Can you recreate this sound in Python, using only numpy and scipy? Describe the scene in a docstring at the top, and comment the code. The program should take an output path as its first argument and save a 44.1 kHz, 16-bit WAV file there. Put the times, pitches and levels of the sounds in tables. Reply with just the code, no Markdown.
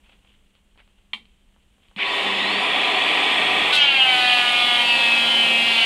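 """An electric hand planer at a workshop bench, heard close on one microphone, a shop vacuum behind it.
Hands shift hose and tool, a switch clacks, and the planer's drum spins up, whipping air through its
housing while the vacuum's impeller winds up to a whine. Then the knife bites into a wooden beam:
the drum slows, each stroke rings housing and beam, fibres tear and chips spray out.
Standing waves in the room make the tones flicker at the microphone."""
import sys
import numpy as np
from scipy import signal
from scipy.fft import rfft, irfft, next_fast_len
from scipy.io import wavfile

SR = 44100
rng = np.random.default_rng(int(sys.argv[2]) if len(sys.argv) > 2 else 0)


def wav_out(sig):
    """Save sig, one row per channel (or a flat mono array), as 16-bit PCM at SR to the path in sys.argv[1]."""
    wavfile.write(sys.argv[1], SR, np.round(np.clip(np.atleast_2d(sig).T, -1, 1) * 32767).astype(np.int16))


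N = 257984
TIME = np.arange(N) / SR
MOTOR_START_S, CUT_START_S, FULL_TURNS_PER_S = 1.963, 3.717, 300
ALOFT, LOWERED, ON_WOOD = range(3)   # how the planer is held

# Room tone at the microphone: time_s, level_db
ROOM_LEVEL = [(0, -57.5), (0.7, -60.5), (1.6, -60), (2.2, -57), (2.7, -62), (3.8, -59), (4.5, -65)]
# Its spectrum; every COLOUR gives only a shape, per Hz: pitch_hz, level_db
ROOM_COLOUR = [(20, 5), (55, 0), (120, -16.5), (200, -14), (300, -18), (550, -23.5), (1500, -28),
               (3200, -28.5), (4300, -41), (5500, -39), (8300, -32.5), (11000, -41), (15000, -47)]
# The vacuum's hum in soft start, run and a brief swell: start_s, length_s, at_100_hz_db, at_200_hz_db
HUM_SPELLS = [(2.223, 0.38, -56.5, -40.5), (2.24, 5.9, -62.5, -62), (3.374, 0.3, -53, -52.5)]

# Sleeve, hose and cord sliding: middle_s, length_s, level_db, brightest_hz
SCRAPES = [(0.1, 0.11, -58.5, 2800), (0.298, 0.13, -63, 3020), (0.563, 0.04, -68, 3100),
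           (0.804, 0.032, -54.5, 2100), (0.99, 0.031, -64, 3000), (1.85, 0.07, -65, 3000)]
# Hands on hose and tool: start_s, tick_strength_db, thud_over_tick_db
TOUCHES = [(0.095, -45, 7), (0.122, -46, 3), (0.248, -52, 9), (0.552, -43, -2), (0.758, -58, 15),
           (0.776, -40, 0), (0.802, -47, 6.5), (0.877, -48.5, 5), (1.226, -45, -10), (1.255, -40, -14),
           (1.563, -58, 16), (1.782, -57, 11), (1.885, -40.5, -12), (1.913, -50, 12)]
# The vacuum's switch snaps and bounces, later the planer's trigger: start_s, strength_db
SNAPS = [(1.1329, -15.5), (1.13505, -12.5), (1.1379, -22), (1.1423, -28), (1.9628, -23)]
# Modes of the switch's plastic shell: pitch_hz, width_hz, gain_db
SHELL_MODES = [(1940, 140, 3), (2400, 160, 2), (3100, 220, 5.5), (3380, 140, 5), (3860, 140, 6)]
# Spectra of the small sounds around the bench: pitch_hz, level_db
SCRAPE_COLOUR = [(400, -4), (1500, -6), (3300, -1.5), (4500, -17)]
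KNOCK_COLOUR = [(110, -20), (250, -9), (500, -7), (800, 1), (1200, -7.5), (1600, -9), (2200, -12),
                (3000, -27)]   # dull knock on plastic
SWITCH_COLOUR = [(180, -34), (400, -32), (580, -27), (760, -12), (1150, -6), (1550, -21.5), (2300, -1),
                 (2700, -4), (3100, 0.5), (3600, -7), (4350, -11), (4900, -25), (5800, -42), (8500, -35),
                 (12000, -45), (15000, -54)]   # hard tick on plastic
SWITCH_BODY_COLOUR = [(140, -18), (200, 10), (300, -12), (480, -9)]   # hollow body behind the switch

# The free drum overshoots, sags and settles: time_s, turns_per_s
SPIN_UP = [(1.96, 10), (2.02, 125), (2.06, 192), (2.12, 240), (2.16, 266), (2.33, 245), (2.6, 256),
           (3.1, 296), (3.72, 302)]
# Hollows of housings and hose: pitch_hz, width_hz, aloft_db, lowered_db, on_wood_db
HOLLOWS = [(307, 37, 5.5, 3, 4.5), (392, 34, 8, 7, 6), (545, 23, 7.5, -2, 5), (737, 34, -3, 6, 4),
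           (806, 58, 6.5, 5, 5.5), (992, 70, 9.5, 7, 4.5), (1119, 16, 13.5, -3, 3),
           (1173, 12, -9, 5.5, -1.5), (1860, 110, 4, 4, 6.5), (2270, 30, 1, 7, -3), (2400, 54, -6, 6, 16),
           (2597, 30, 6, 7, -5), (3304, 110, -8.5, 2.5, -2), (3504, 70, 6, 4.5, -2)]
# Spectra of the planer running free: pitch_hz, level_db
RUSH_COLOUR = [(1550, -14.5), (1700, -47), (1850, -3.5), (2150, -4.5), (2350, -2), (3000, -3), (3400, -1.5),
               (3900, -13), (4500, -18.5), (5200, -42.5), (6200, -39)]   # upper band of the whipped air
ROAR_COLOUR = [(53, -66), (90, -58), (124, -20.5), (193, -11), (304, -5.5), (344, -10.5), (398, -4.5),
               (549, -6), (737, -1), (875, -5), (1200, -2.5), (1520, -14), (1700, -4), (2210, -34),
               (3740, -120)]   # its lower band
SURGE_COLOUR = [(1500, -17), (2300, 3.5), (2700, -3), (3200, -5), (3900, -18)]   # the motor's starting snarl
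CHUTE_AIR_COLOUR = [(5000, 3), (6000, -6.5), (7200, -1.5), (8600, -1), (9500, -5.5), (11000, -12.5),
                    (12500, -13), (13500, -32)]
# How well the housings let a whine out: pitch_hz, gain_db
WHINE_COLOUR = [(1400, -2), (3400, 2), (4000, 1), (4500, -5.5), (4900, -12), (5250, -22), (5600, -45),
                (6900, -22), (7600, -28), (8300, -17.5), (9600, -14), (11200, -23)]
# The vacuum's impeller, then its suction whistle, ahead of the housing:
# start_s, sunk_after_s, start_hz, final_hz, time_constant_s, width_hz, level_db, octave_db
WIND_UPS = [(2.27, 0.4, 2400, 5683, 0.285, 115, -33, -42), (2.72, 0.82, 3550, 6080, 0.68, 74.9, -39, -53)]

# The drum slows under load: time_s, strokes_per_s
STROKE_RATE = [(3.72, 301), (3.79, 292.3), (3.88, 280.1), (4.0, 264.3), (4.15, 250.5), (4.44, 243.6),
               (4.6, 243.1), (4.8, 241.6), (4.98, 237.2), (5.14, 234.6), (5.4, 233.8), (5.67, 233.4),
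               (5.85, 227)]
# How the knife bites: time_s, buzz_db, brightness_db_per_octave, edge_db, rasp_db
BITE = [(3.72, -22, -1, 1, -20), (3.81, -28, 3.5, 0, -21.5), (3.92, -29.5, -1.5, -8, -21),
        (4.03, -28.5, -2, -8, -23), (4.27, -28.5, -3.5, -0.5, -21.5), (4.75, -29, -3, 0, -22),
        (5.1, -32.5, -4, 4, -24), (5.55, -33, 4.5, -4.5, -24), (5.85, -30, -1.5, 2.5, -21)]
# Modes of bench and beam that lift or swallow a passing harmonic: pitch_hz, width_hz, gain_db
BEAM_MODES = [(717, 15, -11), (790, 54, -1.5), (957, 32, 12), (1227, 37, 7), (1404, 16, 2), (1490, 49, 4),
              (2300, 33, 9.5), (2420, 48, 6), (2670, 45, -2.5)]
# The beam squeals on single harmonics as the planer travels: middle_s, length_s, harmonic, level_db
SQUEALS = [(3.735, 0.033, 10, -23), (3.74, 0.049, 13, -22), (3.74, 0.035, 14, -27),
           (3.785, 0.023, 9, -17.5), (3.78, 0.13, 5, -31), (3.816, 0.032, 10, -15),
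           (3.822, 0.065, 11, -15.5), (3.838, 0.05, 8, -22), (3.85, 0.055, 12, -24.5),
           (3.885, 0.039, 10, -20), (3.899, 0.055, 11, -19), (3.949, 0.036, 10, -19),
           (3.965, 0.063, 8, -25.5), (4.002, 0.073, 12, -20), (4.025, 0.041, 11, -16.5),
           (4.025, 0.07, 10, -19), (4.093, 0.066, 12, -18.5), (4.188, 0.046, 12, -23),
           (4.288, 0.13, 7, -28.5), (4.3, 0.22, 10, -23.5), (4.343, 0.14, 13, -25.5),
           (4.375, 0.09, 11, -25), (4.58, 0.16, 10, -24), (4.675, 0.18, 14, -24), (4.725, 0.19, 9, -27.5),
           (4.787, 0.1, 13, -23), (4.903, 0.063, 12, -21.5), (4.928, 0.13, 11, -19.5),
           (4.92, 0.11, 19, -34.5), (5.032, 0.1, 14, -27), (5.043, 0.09, 15, -28), (5.105, 0.24, 11, -19.5),
           (5.237, 0.13, 14, -23), (5.358, 0.19, 13, -18), (5.531, 0.3, 11, -21.5), (5.56, 0.36, 10, -28),
           (5.58, 0.24, 14, -26), (5.59, 0.17, 9, -33.5), (5.716, 0.34, 12, -22.5), (5.82, 0.084, 13, -20)]
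# Harder, brighter tearing against the grain: middle_s, length_s, level_db
TEAR_OUTS = [(3.735, 0.04, -32), (4.257, 0.27, -29.5), (5.042, 0.14, -36), (5.77, 0.2, -33)]
# Hollow ring of the beam under the whole sole: pitch_hz, width_hz, gain_db
BOOM_MODES = [(524.3, 26, 16), (708, 22, 16), (830, 40, 5), (924, 49, 5)]
# Spectra of the cut: pitch_hz, level_db
KNIFE_COLOUR = [(500, -44), (750, 0.5), (970, -17.5), (1220, -14), (1320, -7.5), (1460, -9.5), (1700, -7.5),
                (2200, -3.5), (2550, -0.5), (2900, -2), (3350, -4.5), (3750, -8), (4300, -12.5),
                (5050, -21), (5800, -29), (8800, -41), (13000, -63)]   # a stroke ringing in beam and housing
RASP_COLOUR = [(1200, -36.5), (1600, -15), (2000, -7), (2400, -2.5), (3150, 3), (3600, -5), (4300, -11),
               (4800, -16), (5400, -48), (6500, -31)]   # tearing fibres, also rustling clothes
TEAR_COLOUR = [(3000, -9), (3800, 0), (4500, -3), (4900, -16), (5400, -28)]
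RUMBLE_COLOUR = [(70, -44), (110, -19.5), (160, -7), (280, -7.5), (420, -8.5), (560, -5), (760, -0.5),
                 (900, -3.5), (1200, -5), (1600, -9), (2200, -12)]   # low body of the cut, also scuffs
BOOM_COLOUR = [(450, -4.5), (700, -2.5), (950, -2.5)]
HISS_COLOUR = [(5000, -0.5), (6000, -6.5), (7200, -3), (8500, -0.5), (9500, -2.5), (11000, -11.5),
               (13000, -14.5), (14500, -30), (15500, -27)]   # flying chips, also a switch's bright edge


def from_db(db):
    """Decibels to gain."""
    return np.exp(np.asarray(db) * (np.log(10) / 20))


def rms_one(x):
    """Scale to unit rms."""
    return x / np.sqrt(np.mean(x ** 2) + 1e-20)


def in_time(rows):
    """Each column of a curve, sample by sample."""
    times, *columns = np.transpose(rows)
    return [np.interp(TIME, times, column) for column in columns]


def at_hz(points, hz):
    """Read a spectrum in dB; it falls 36 dB an octave beyond its ends."""
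    pitches, db = np.transpose(points)
    octave, known = np.log2(np.maximum(hz, 1)), np.log2(pitches)
    return np.interp(octave, known, db) - 36 * np.abs(octave - np.clip(octave, known[0], known[-1]))


def ramp(start_s, length_s):
    """Rises from 0 to 1."""
    return np.clip((TIME - start_s) / length_s, 0, 1)


def swell(middle_s, length_s):
    """A smooth bump of height 1, this long at half height."""
    return 0.5 ** ((2 * (TIME - middle_s) / length_s) ** 2)


def trail(impulses, t60_s):
    """An envelope that jumps at each impulse and dies away."""
    return signal.lfilter([1], [1, -from_db(-60 / (t60_s * SR))], impulses + 1e-18)


def drift(rate_hz):
    """A random wander with a spread near 1."""
    knots = rng.standard_normal(8192)
    return np.interp(TIME * rate_hz * 2, np.arange(len(knots)), knots)


def resonance(hz, centre, width):
    """Power response of one resonance, 1 on top."""
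    return 1 / (1 + (2 * (hz - centre) / width) ** 2)


def colour(x, spectrum, resonances=()):
    """Causal (minimum-phase) filter with a broad spectrum and narrow resonances on top."""
    size = 2 * next_fast_len(N // 2 + 8192)
    hz = np.arange(size // 2 + 1) * SR / size
    db = np.maximum(at_hz(spectrum, hz), -90)
    for centre, width, peak_db in resonances:
        db = db + peak_db * resonance(hz, centre, width)
    cepstrum = irfft(np.log(from_db(db)))
    cepstrum[1:size // 2] *= 2
    cepstrum[size // 2 + 1:] = 0
    return irfft(rfft(x, size) * np.exp(rfft(cepstrum)))[:N]


def noise(spectrum, resonances=(), gate=1):
    """Gated turbulence through a body; rms 1."""
    return rms_one(colour(rng.standard_normal(N) * gate, spectrum, resonances))


def angle_of(hz):
    """Running angle of something that turns at this rate."""
    return 2 * np.pi * np.cumsum(hz) / SR


def tone(hz, level_db, wobble):
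    """A sine whose pitch trembles a little."""
    return from_db(level_db) * np.sqrt(2) * np.sin(angle_of(hz * (1 + wobble * drift(90))))


def grains(per_s, spread_db):
    """Random clicks of uneven size; rms 1."""
    sizes = from_db(spread_db * np.minimum(rng.exponential(1, N), 4)) * rng.choice([-1, 1], N)
    return rms_one(sizes * (rng.random(N) < per_s / SR))


def clicks(times, levels_db):
    """One impulse for each contact."""
    out = np.zeros(N)
    out[(np.asarray(times) * SR).astype(int)] = from_db(levels_db)
    return out


def hollows(posture):
    """Resonances of the housings with the tool ALOFT, LOWERED or ON_WOOD."""
    return [(hz, width, levels[posture]) for hz, width, *levels in HOLLOWS]


def workshop(x, near_db, near_t60_s, far_db, far_t60_s):
    """The path to the microphone: direct sound, quick reflections off bench and floor, a weaker tail."""
    t = TIME[:SR // 2]
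    decay = from_db(near_db - 60 * t / near_t60_s) + from_db(far_db - 60 * t / far_t60_s)
    response = rng.standard_normal(len(t)) * decay
    response[0] = 1
    return signal.fftconvolve(x, response)[:N]


def room_tone():
    """A low background rumble whose level slowly rises and falls."""
    level_db, = in_time(ROOM_LEVEL)
    return from_db(level_db) * noise(ROOM_COLOUR)


def mains_hum(mains_hz=50, idle_db=-71.5, edge_s=0.032):
    """A faint steady hum in the room, and stronger spells of it from the vacuum's motor."""
    low, high = 0, from_db(idle_db)
    for start, length, low_db, high_db in HUM_SPELLS:
        on = ramp(start, edge_s) - ramp(start + length, edge_s)
        low, high = np.maximum(low, on * from_db(low_db)), np.maximum(high, on * from_db(high_db))
    return low * tone(2 * mains_hz, 0, wobble=.02) + high * tone(4 * mains_hz, 0, wobble=.03)


def scrapes(width_hz=1300):
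    """Sleeve, hose and cord slide in short gritty strokes."""
    out = np.zeros(N)
    for middle, length, level_db, hz in SCRAPES:
        grit = noise(SCRAPE_COLOUR, [(hz, width_hz, 9)], gate=from_db(3.3 * drift(150)))
        out += from_db(level_db) * swell(middle, length) * grit
    return out


def handling(clothes_db=-71.5):
    """Hands on hose and tool: a soft tick trails a faint rustle, a thud a short scuff."""
    times, tick_db, thud_db = np.transpose(TOUCHES)
    ticks, thuds = clicks(times, tick_db), clicks(times, tick_db + thud_db)
    knocks = colour(ticks, SWITCH_COLOUR) + colour(thuds, KNOCK_COLOUR)
    rustle_gain = np.hypot(from_db(clothes_db), from_db(-26.5) * trail(ticks, t60_s=0.43))
    rustle = rustle_gain * noise(RASP_COLOUR, gate=from_db(2 * drift(80)))
    scuff = from_db(-27.5) * trail(thuds, t60_s=0.16) * noise(RUMBLE_COLOUR, hollows(ALOFT))
    knocks_at_mic = workshop(knocks, near_db=-31, near_t60_s=.035, far_db=-44, far_t60_s=.2)
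    return rustle + scuff + from_db(20) * knocks_at_mic


def switches(shell_hz=3090):
    """Plastic snaps rattle loose parts, ring the shell, boom in the hollow body and linger in the room."""
    snaps = clicks(*np.transpose(SNAPS))
    rattle = from_db(-22) * trail(snaps, t60_s=0.019) * rng.standard_normal(N)
    snap = colour(snaps + rattle, SWITCH_COLOUR, SHELL_MODES)
    ring = from_db(-15) * trail(snaps, t60_s=0.03) * np.sin(2 * np.pi * shell_hz * TIME)
    body = from_db(-42.5) * trail(snaps, t60_s=0.39) * noise(SWITCH_BODY_COLOUR)
    sizzle = from_db(-51) * trail(snaps, t60_s=0.2) * noise(HISS_COLOUR)
    clack = from_db(18) * workshop(snap, near_db=-29.5, near_t60_s=0.07, far_db=-32.5, far_t60_s=0.19)
    return clack + colour(ring, SWITCH_COLOUR) + body + sizzle


def blown_air(spectrum, aloft_db, gate=1):
    """Air whose resonances shift and swell as the planer is lowered to the bench."""
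    lowered = ramp(2.435, 0.26)
    before, after = (noise(spectrum, hollows(posture), gate) for posture in (ALOFT, LOWERED))
    return from_db(aloft_db) * np.sqrt(1 - lowered) * before + np.sqrt(lowered) * after


def whine(hz, level_db, width_hz, steady_core=1.2):
    """A gliding tone, coloured by the housing and smeared by turbulence and room into a narrow band."""
    angle = angle_of(hz)
    band = rms_one((steady_core + drift(width_hz)) * np.cos(angle) + drift(width_hz) * np.sin(angle))
    flicker_db = 0.7 * drift(14)   # crossing the room's standing waves
    return from_db(level_db + at_hz(WHINE_COLOUR, hz) + flicker_db) * band


def free_planer(cutting, fan_cycles_per_turn=20.6, armature_cycles_per_turn=27.7):
    """The motor jolts and whines up; its belt-driven drum whips air until the wood closes the mouth."""
    speed, = in_time(SPIN_UP)
    shortfall = FULL_TURNS_PER_S - speed
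    rise = ramp(MOTOR_START_S, 0.22)
    chop = (1 + 0.048 * np.cos(angle_of(speed))) * from_db(0.22 * drift(150))
    rush = from_db(-19.5 - 0.05 * shortfall) * blown_air(RUSH_COLOUR, aloft_db=-1.06, gate=chop)
    roar = from_db(-25.5 - 0.0052 * shortfall) * blown_air(ROAR_COLOUR, aloft_db=-2.1) * np.sqrt(rise)
    surge = from_db(-24) * swell(2.027, 0.086) * noise(SURGE_COLOUR, gate=from_db(1.5 * drift(60)))
    fan = whine(fan_cycles_per_turn * speed, -35, width_hz=250)
    armature = whine(armature_cycles_per_turn * speed, -34.5, width_hz=130) * rise
    jolt = tone(180, -35.5, wobble=0.11) * ramp(MOTOR_START_S, 0.0048) * (1 - ramp(MOTOR_START_S, 0.032))
    running_free = ramp(MOTOR_START_S, 0.027) * np.sqrt(1 - cutting ** 2)
    return (rush + roar + surge + fan + armature) * running_free + jolt


def chute(cutting):
    """Blown air hisses with the drum's speed; it turns grainy and bright, and swells, carrying chips."""
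    speed, = in_time(SPIN_UP)
    air_db = -44 - 0.07 * (FULL_TURNS_PER_S - speed)
    air = from_db(air_db) * noise(CHUTE_AIR_COLOUR) * ramp(MOTOR_START_S, 0.0054)
    chips_db = -54 + 12.5 * ramp(CUT_START_S, 0.44) + 17.5 * first_blow()
    chips = rng.standard_normal(N) + 0.64 * grains(per_s=2500, spread_db=2)
    spray = from_db(chips_db) * rms_one(colour(chips, HISS_COLOUR))
    return air * (1 - cutting) + spray * cutting


def vacuum(sink_db=7, sink_s=0.1):
    """Behind the planer, impeller and suction whistle climb ever more slowly and sink into the rush."""
    out = np.zeros(N)
    for start, sunk_after, start_hz, final_hz, time_constant, width, level_db, octave_db in WIND_UPS:
        hz = final_hz + (start_hz - final_hz) * np.exp(-np.maximum(TIME - start, 0) / time_constant)
        sunk_db = sink_db * ramp(start + sunk_after - sink_s, sink_s)
        fundamental = whine(hz, level_db - sunk_db, width_hz=width)
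        octave = whine(2 * hz, octave_db, width_hz=70)
        out += (fundamental + octave) * ramp(start, 0.11)
    return out


def first_blow(length_s=0.067):
    """Rises and dies as the knife chops into the edge of the beam."""
    return swell(CUT_START_S + length_s / 2, length_s)


def standing_waves(hz, changes_per_s=6, spacing_hz=54.5, full_depth_hz=2400):
    """Reflections lift or cancel a tone at the microphone as the tool travels and the pitch slides."""
    place = changes_per_s * TIME + np.abs(hz - hz[0]) / spacing_hz
    real, imaginary = rng.standard_normal((2, 1024))
    echo = np.interp(place, np.arange(len(real)), real + 1j * imaginary)
    share = 0.75 * np.minimum(hz / full_depth_hz, 1)
    return (1 + share * echo) / np.sqrt(1 + share ** 2)


def harmonic(k, speed, bite_db, brightness, rocking):
    """Strength and phase of one stroke harmonic: coloured by beam and room, at times squealing."""
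    hz = k * speed
    level_db = bite_db + at_hz(KNIFE_COLOUR, hz) + brightness * np.log2(np.maximum(hz, 1500) / 2800)
    beam_db = sum(db * resonance(hz, centre, width) for centre, width, db in BEAM_MODES)
    thin_db = -5.5 * rocking * resonance(hz, centre=1950, width=700)   # until the sole is seated
    gain = from_db(level_db + beam_db + thin_db) * standing_waves(hz)
    for middle, length, multiple, db in SQUEALS:
        if round(multiple) == k:
            gain = gain + swell(middle, length) * (from_db(db) - gain)
    return gain


def knife(speed, angle, edge_hz=3100, bench_hz=233.6):
    """One stroke a turn: a ragged first blow, then a ringing pulse whose harmonics slip in phase."""
    bite_db, brightness, edge_db, _ = in_time(BITE)
    scatter = .5 + 1.5 * ramp(3.85, .2) + 2 * first_blow()   # room reflections blur the pulse
    rocking = 1 - ramp(3.84, 0.31)   # the tool chatters until its sole lies flat
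    buzz = np.zeros(N)
    for k in range(2, 37):
        hz = k * speed
        sharp_edge_db = edge_db * np.clip((hz - edge_hz) / 600, 0, 1)
        strength = harmonic(k, speed, bite_db + sharp_edge_db, brightness, rocking)
        stutter = from_db((1.18 + 1.5 * rocking) * drift(28))   # knots and fibres
        lag = 2 * np.arctan((hz - 3000) / 600) + 2 * np.arctan((hz - 900) / 250)   # housing, beam ring on
        phase = k * angle - lag + scatter * drift(1.5)
        buzz += stutter * np.sqrt(2) * np.real(strength * np.exp(1j * phase))
    # the bench booms when the stroke rate sinks to its pitch
    drone_gain = from_db(-39 + 1.3 * drift(11)) * resonance(speed, bench_hz, width=14.2)
    drone = drone_gain * np.sqrt(2) * np.cos(angle)
    return (buzz + drone) * from_db(0.57 * drift(120))   # the grain varies every stroke


def planing(cutting):
    """The knife buzzes; each stroke tears a burst of fibres and splinters and sets the beam booming."""
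    speed, = in_time(STROKE_RATE)
    angle = angle_of(speed)
    *_, rasp_db = in_time(BITE)
    burst = from_db(2 * np.cos(angle - .9) + 1.1 * drift(120))
    splinters = from_db(-4.5) * rms_one(colour(grains(per_s=780, spread_db=2.5), RASP_COLOUR))
    rasp = from_db(rasp_db) * rms_one(noise(RASP_COLOUR, gate=burst) + splinters)
    against_grain = sum(from_db(db) * swell(middle, length) for middle, length, db in TEAR_OUTS)
    tearing = against_grain * noise(TEAR_COLOUR, gate=burst)
    rumble = from_db(-31.5 + 2.5 * first_blow()) * noise(RUMBLE_COLOUR, hollows(ON_WOOD), burst)
    whole_sole_down = ramp(4.37, 0.46)
    boom = from_db(-37) * whole_sole_down * noise(BOOM_COLOUR, BOOM_MODES, burst)
    buzz = knife(speed, angle + 0.0031 * drift(100)) * ramp(CUT_START_S, .012)
    return buzz + (rasp + tearing + rumble + boom) * cutting


def scene():
    """Planer, handling, vacuum and room meet at one microphone by the bench."""
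    cutting = ramp(CUT_START_S, 0.0145)
    room = room_tone()
    planer = free_planer(cutting) + planing(cutting) + chute(cutting)
    return (room + handling() + scrapes() + switches() + planer + vacuum() + mains_hum())[None]


def record(dry, cutoff_hz=15700):
    """The microphone's signal is cut steeply at the top."""
    return signal.sosfilt(signal.ellip(10, .1, 80, cutoff_hz, fs=SR, output="sos"), dry)


dry = scene()
out = record(dry)
wav_out(out)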